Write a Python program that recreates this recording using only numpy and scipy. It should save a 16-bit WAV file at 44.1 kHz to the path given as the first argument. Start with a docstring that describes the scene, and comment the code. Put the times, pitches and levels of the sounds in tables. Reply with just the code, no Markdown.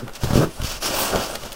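"""A stuffed sleeping bag is worked in its nylon carry sack, on a sofa in a small room.
A taut strap gives in single jerks that run together into a short low creak, each slip ringing
the sack. Then nylon slides over nylon in long swishes, thread catching on thread, with zips of
the ribbed weave and a dull rub of padding. Folds crinkle, hands knock softly, the bulk shifts."""
import sys
import numpy as np
from scipy import signal
from scipy.fft import rfft, irfft, next_fast_len
from scipy.io import wavfile
from scipy.ndimage import map_coordinates

SR = 44100
rng = np.random.default_rng(int(sys.argv[2]) if len(sys.argv) > 2 else 0)


def file_out(sig):
    """Save sig as 16-bit WAV at sys.argv[1]."""
    # one column per channel
    cols = np.atleast_2d(sig).T
    # limit, then scale
    lim = np.clip(cols, -1, 1)
    pcm = np.round(lim * 32767).astype(np.int16)
    wavfile.write(sys.argv[1], SR, pcm)


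N = 68355


def amp(db):
    """Decibels to gain."""
    return 10 ** (np.asarray(db) / 20)


def unit(x):
    """Scale to rms 1."""
    return x / np.sqrt(np.mean(x ** 2) + 1e-20)


def along(points, hz):
    """(Hz, value) points read on a log axis."""
    f, v = np.transpose(points)
    return np.interp(np.log(hz + 1), np.log(f + 1), v)


def seconds():
    """The time axis."""
    return np.arange(N) / SR


def fader(phrases):
    """Gain per sample from phrases of (s, dB) points."""
    s, db = np.vstack(phrases).T
    return amp(np.interp(seconds(), s, db))


def wobble(rate):
    """A smooth random curve, rate knots a second."""
    return map_coordinates(rng.standard_normal(2000), [seconds() * rate], mode="wrap")


def filtered(x, response):
    """Shape x with a frequency response."""
    size = next_fast_len(N + SR // 4)
    return irfft(rfft(x, size) * response(np.fft.rfftfreq(size, 1 / SR)), size)[:N]


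def coloured(x, colour):
    """x through an EQ curve, at rms 1."""
    return unit(filtered(x, lambda hz: amp(along(colour, hz))))


def noise(colour):
    """Coloured noise of rms 1."""
    return coloured(rng.standard_normal(N), colour)


def band(hz, q, stages=1):
    """Noise through resonant band-passes in series, at rms 1."""
    def response(f):
        return (1j * f * hz / (q * (hz * hz - f * f) + 1j * f * hz)) ** stages
    return unit(filtered(rng.standard_normal(N), response))


def decay(s, t60):
    """An envelope that starts at s and dies away."""
    t = seconds() - s
    return (t >= 0) * np.exp(-np.log(1000) * np.abs(t) / t60)


def swell(s, width, db):
    """A bell-shaped envelope that peaks at s."""
    return amp(db) * np.exp(-.5 * ((seconds() - s) / width) ** 2)


def ring(s, hz, t60, attack_s):
    """A damped sine from s on."""
    t = np.maximum(seconds() - s, 0)
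    return np.sin(2 * np.pi * hz * t) * decay(s, t60) * (1 - np.exp(-t / attack_s))


def friction(colour, catches_per_s, spread_db=2, hiss_share=0.6):
    """Tiny catches of thread on thread over a smooth hiss."""
    catches = (rng.random(N) < catches_per_s / SR) * rng.choice([-1, 1], N)
    grit = unit(catches * amp(spread_db * np.clip(rng.standard_normal(N), -2, 2)))
    hiss = rng.standard_normal(N)
    return coloured(np.sqrt(1 - hiss_share) * grit + np.sqrt(hiss_share) * hiss, colour)


# How hard the nylon slides, in two phrases. Each row: time in seconds, relative level in dB.
SWISH_FADER = [
    [(0.0, -39.5), (0.022, -54), (0.088, -57), (0.092, -62), (0.116, -67), (0.158, -32.5), (0.186, -51),
     (0.246, -28), (0.256, -34), (0.332, -36.5), (0.362, -26), (0.456, -38), (0.474, -45), (0.612, -43.5),
     (0.616, -39), (0.654, -29.5), (0.766, -33), (0.79, -44.5)],
    [(0.8, -54), (0.816, -34), (0.828, -27), (0.852, -24), (0.912, -27.5), (1.008, -24), (1.13, -30.5),
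     (1.164, -29), (1.172, -29.5), (1.254, -30), (1.276, -35.5), (1.348, -35), (1.356, -31), (1.372, -42),
     (1.464, -35), (1.494, -44.5), (1.53, -39), (1.55, -45.5)],
]
# The bright tone of nylon. Each row: frequency in Hz, relative level in dB.
NYLON_EQ = [(300, -27), (1200, 0), (2000, -5.5), (2650, 3), (3400, 0.5), (4150, -2.5), (4750, 0), (5900, 0),
            (7300, -4.5), (9000, -7.5), (11500, -10.5), (14000, -11), (16000, -8.5)]
def swishes():
    """Nylon slides over nylon in a fine-grained hiss."""
    return friction(NYLON_EQ, catches_per_s=2600) * fader(SWISH_FADER) * amp(-1)


# How hard the padding rubs, in two phrases. Each row: time in seconds, relative level in dB.
RUB_FADER = [
    [(0.0, -38), (0.056, -50.5), (0.08, -36.5), (0.12, -49.5), (0.158, -45), (0.194, -50.5), (0.228, -36.5),
     (0.444, -26), (0.506, -61), (0.588, -41), (0.598, -41.5), (0.762, -40), (0.79, -47)],
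    [(0.8, -57), (0.83, -32), (1.018, -30.5), (1.102, -31.5), (1.142, -24), (1.148, -21.5), (1.29, -38),
     (1.354, -35), (1.394, -44), (1.46, -37.5), (1.488, -45.5), (1.534, -43), (1.55, -45)],
]
# The muffled tone of padding. Each row: frequency in Hz, relative level in dB.
PADDING_EQ = [(90, -4), (220, -0.5), (400, 2), (600, 2), (770, 1), (1000, -5), (1250, -3), (1580, -5.5),
              (1900, -20), (4000, -30)]
def rub():
    """Cloth rubs on the padding, duller and coarser than the swish."""
    return friction(PADDING_EQ, catches_per_s=700) * fader(RUB_FADER) * amp(2)


# The strap's runs, one list each. Each row: time in seconds, slips per second, relative level in dB.
CREAK_RUNS = [
    [(.012, 112, -32), (.03, 130, -28.5), (.05, 99, -29), (.066, 64, -37)],
    [(.3535, 78, -5.5), (.374, 112, -6.5), (.4, 156, -12.5), (.42, 160, -9), (.446, 160, -15),
     (.462, 185, -29), (.49, 100, -38)],
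]
# The stuffed sack's resonances. Each row: pitch in Hz, relative level in dB, t60 in seconds.
SACK_MODES = [(121.8, -1, 0.063), (220, 1.5, 0.032), (346, 0, 0.03), (460, -1, 0.02), (678, -15.5, 0.012),
              (1190, -19, 0.022)]
def creaks(jitter_s=0.00041, spread_db=2.7, low_cut_hz=48):
    """The strap sticks and slips in quick succession; every slip rings the sack."""
    slips = np.zeros(N)
    for run in CREAK_RUNS:
        s, rate, db = np.transpose(run)
        t = np.arange(s[0], s[-1], 1 / SR)
        slip_count = np.floor(np.cumsum(np.interp(t, s, rate)) / SR)
        slip_s = t[np.diff(slip_count, prepend=-1) > 0]
        lag, accent = rng.standard_normal((64, 2))[:len(slip_s)].T
        onsets = np.clip((slip_s + jitter_s * lag) * SR, 0, N - 1).astype(int)
        slips[onsets] += amp(np.interp(slip_s, s, db) + spread_db * accent)
    body = sum((-1) ** k * amp(db) * ring(0, hz, t60, attack_s=0.00051)
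               for k, (hz, db, t60) in enumerate(SACK_MODES))
    low_cut = signal.butter(2, low_cut_hz, "highpass", fs=SR)
    return amp(-2.5) * signal.lfilter(*low_cut, signal.fftconvolve(slips, body)[:N])


# Folds snapping over. Each row: start in seconds, level in dB, pitch in Hz, t60 in seconds.
FOLD_SNAPS = [(0.0799, -29, 1400, 0.015), (.094, -34, 1500, 0.018), (.135, -37.5, 4470, 0.025),
              (.153, -37, 4430, 0.031), (0.2345, -29, 3970, .025), (0.2403, -29, 4100, 0.023),
              (0.3096, -24, 1300, 0.022), (0.333, -30.5, 3440, 0.035), (0.6176, -22.5, 2500, 0.015),
              (0.6357, -30, 5000, .025), (0.83, -27, 5000, 0.033), (1.1589, -16.5, 2550, 0.01),
              (1.3544, -23.5, 1800, 0.021), (1.3553, -24, 3920, 0.02), (1.4351, -31, 3000, .03),
              (1.52, -28, 3170, 0.021), (1.5294, -29, 10000, 0.012)]
def crinkles():
    """Each fold lets go in a crisp burst of noise around its own pitch."""
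    return sum(amp(db) * decay(s, t60) * band(hz, q=1.53) for s, db, hz, t60 in FOLD_SNAPS)


# Shifts of the bag. Each row: peak time in seconds, width in seconds, level in dB.
BAG_SHIFTS = [(.105, 0.01, -36), (.255, 0.024, -27), (.46, 0.018, -28.5), (.635, .03, -31),
              (.76, 0.017, -38), (.9, 0.012, -32.5), (1.16, 0.036, -30.5), (1.448, 0.016, -33)]
# The bag's low-end weight. Each row: frequency in Hz, relative level in dB.
BULK_EQ = [(20, -2), (40, 0), (80, -1), (140, -7), (300, -24), (800, -50)]
def heaves():
    """The soft bulk shifts on the sofa in swells of rumble."""
    return noise(BULK_EQ) * sum(swell(*shift) for shift in BAG_SHIFTS)


# Single jerks of the strap. Each row: start in seconds, relative level in dB, pitch in Hz.
STRAP_JERKS = [(0.235, -8.5, 119), (.2445, -11.5, 133), (.2725, -10, 94), (0.2885, -25, 110),
               (0.3072, -9, 132), (0.333, -7, 150), (0.355, -4, 55.6), (0.6003, -15.5, 81),
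               (0.6244, -15, 73), (.645, -12.5, 85)]
def jerks():
    """The strap gives a little: one low thud of the sack and a scuff."""
    thuds = sum(amp(db + 4) * ring(s, hz, t60=0.023, attack_s=0.00047) for s, db, hz in STRAP_JERKS)
    scuff_envelope = sum(amp(db - 14) * decay(s, t60=0.014) for s, db, _ in STRAP_JERKS)
    return scuff_envelope * noise(PADDING_EQ) - thuds


# Taps on the sack. Each row: start in seconds, relative level in dB, pitch in Hz.
SACK_TAPS = [(.2425, -12, 377), (.937, -14, 610), (1.0187, -17, 240), (1.0205, -17, 796), (1.133, -11, 406),
             (1.1465, -9, 634), (1.158, -9.5, 470), (1.329, -25, 560), (1.355, -30, 426), (1.436, -24, 520)]
def knocks():
    """Fingers and strap hit the taut sack, short and hollow."""
    return sum(amp(db + 1.5) * ring(s, hz, t60=0.023, attack_s=0.00075) for s, db, hz in SACK_TAPS)


# Strokes across the weave. Each row: peak time and width in seconds, relative level in dB, pitch in Hz.
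ZIP_STROKES = [(.55, .04, -48.5, 9500), (.71, .045, -37, 5200), (.86, 0.025, -29, 5430),
               (.86, 0.027, -33.5, 10400), (1.003, 0.039, -27.5, 14100), (1.025, 0.048, -32, 8600),
               (1.235, .022, -37, 5100), (1.32, 0.034, -42, 8900)]
def zips():
    """The ribbed weave zips in a narrow band of hiss, higher for a faster slide."""
    return sum(swell(s, width, db) * band(hz, q=2.9, stages=2) for s, width, db, hz in ZIP_STROKES)


# Strokes of the palm. Each row: peak time and width in seconds, relative level in dB, pitch in Hz.
PALM_STROKES = [(.865, 0.022, -34, 1260), (.89, 0.04, -36, 332), (1.0, 0.044, -28, 820)]
def drags():
    """The palm drags over the hollow sack in swells of midrange friction."""
    return sum(swell(s, width, db) * band(hz, q=1.93, stages=2) for s, width, db, hz in PALM_STROKES)


# The room's decay. Each row: frequency in Hz, t60 in seconds.
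REVERB_TIMES = [(100, 0.25), (1000, 0.27), (10000, 0.14)]
def reverb(x):
    """A furnished room answers with a short tail whose highs die first."""
    hz, t, spectra = signal.stft(rng.standard_normal(SR // 2), SR, nperseg=256)
    fade = np.exp(-np.log(1000) * t / along(REVERB_TIMES, hz)[:, None])
    _, tail = signal.istft(spectra * fade, SR, nperseg=256)
    return signal.fftconvolve(x, tail / np.linalg.norm(tail))[:N]


# The colour of the quiet room. Each row: frequency in Hz, relative level in dB.
ROOM_TONE_EQ = [(20, 9), (40, 1.5), (80, -12.5), (200, -15.5), (600, -17), (1500, -22.5), (2200, -24),
                (15000, -36.5)]
def room_tone():
    """A steady bed of low rumble and faint hiss."""
    return amp(-38) * noise(ROOM_TONE_EQ)


def scene():
    """The handling, its reverb and the room tone, in mono."""
    grip = amp(1.15 * wobble(rate=110))  # one unsteady grip shakes all the sliding layers
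    cloth = grip * (swishes() + rub() + zips() + drags())
    handling = cloth + crinkles() + jerks() + creaks() + knocks() + heaves()
    return (handling + amp(-11.5) * reverb(handling) + room_tone())[None]


def record(dry):
    """A brick-wall high cut takes off the very top."""
    top_hz = 15800
    return np.array([filtered(x, lambda hz: hz < top_hz) for x in dry])


dry = scene()
out = record(dry)
file_out(out)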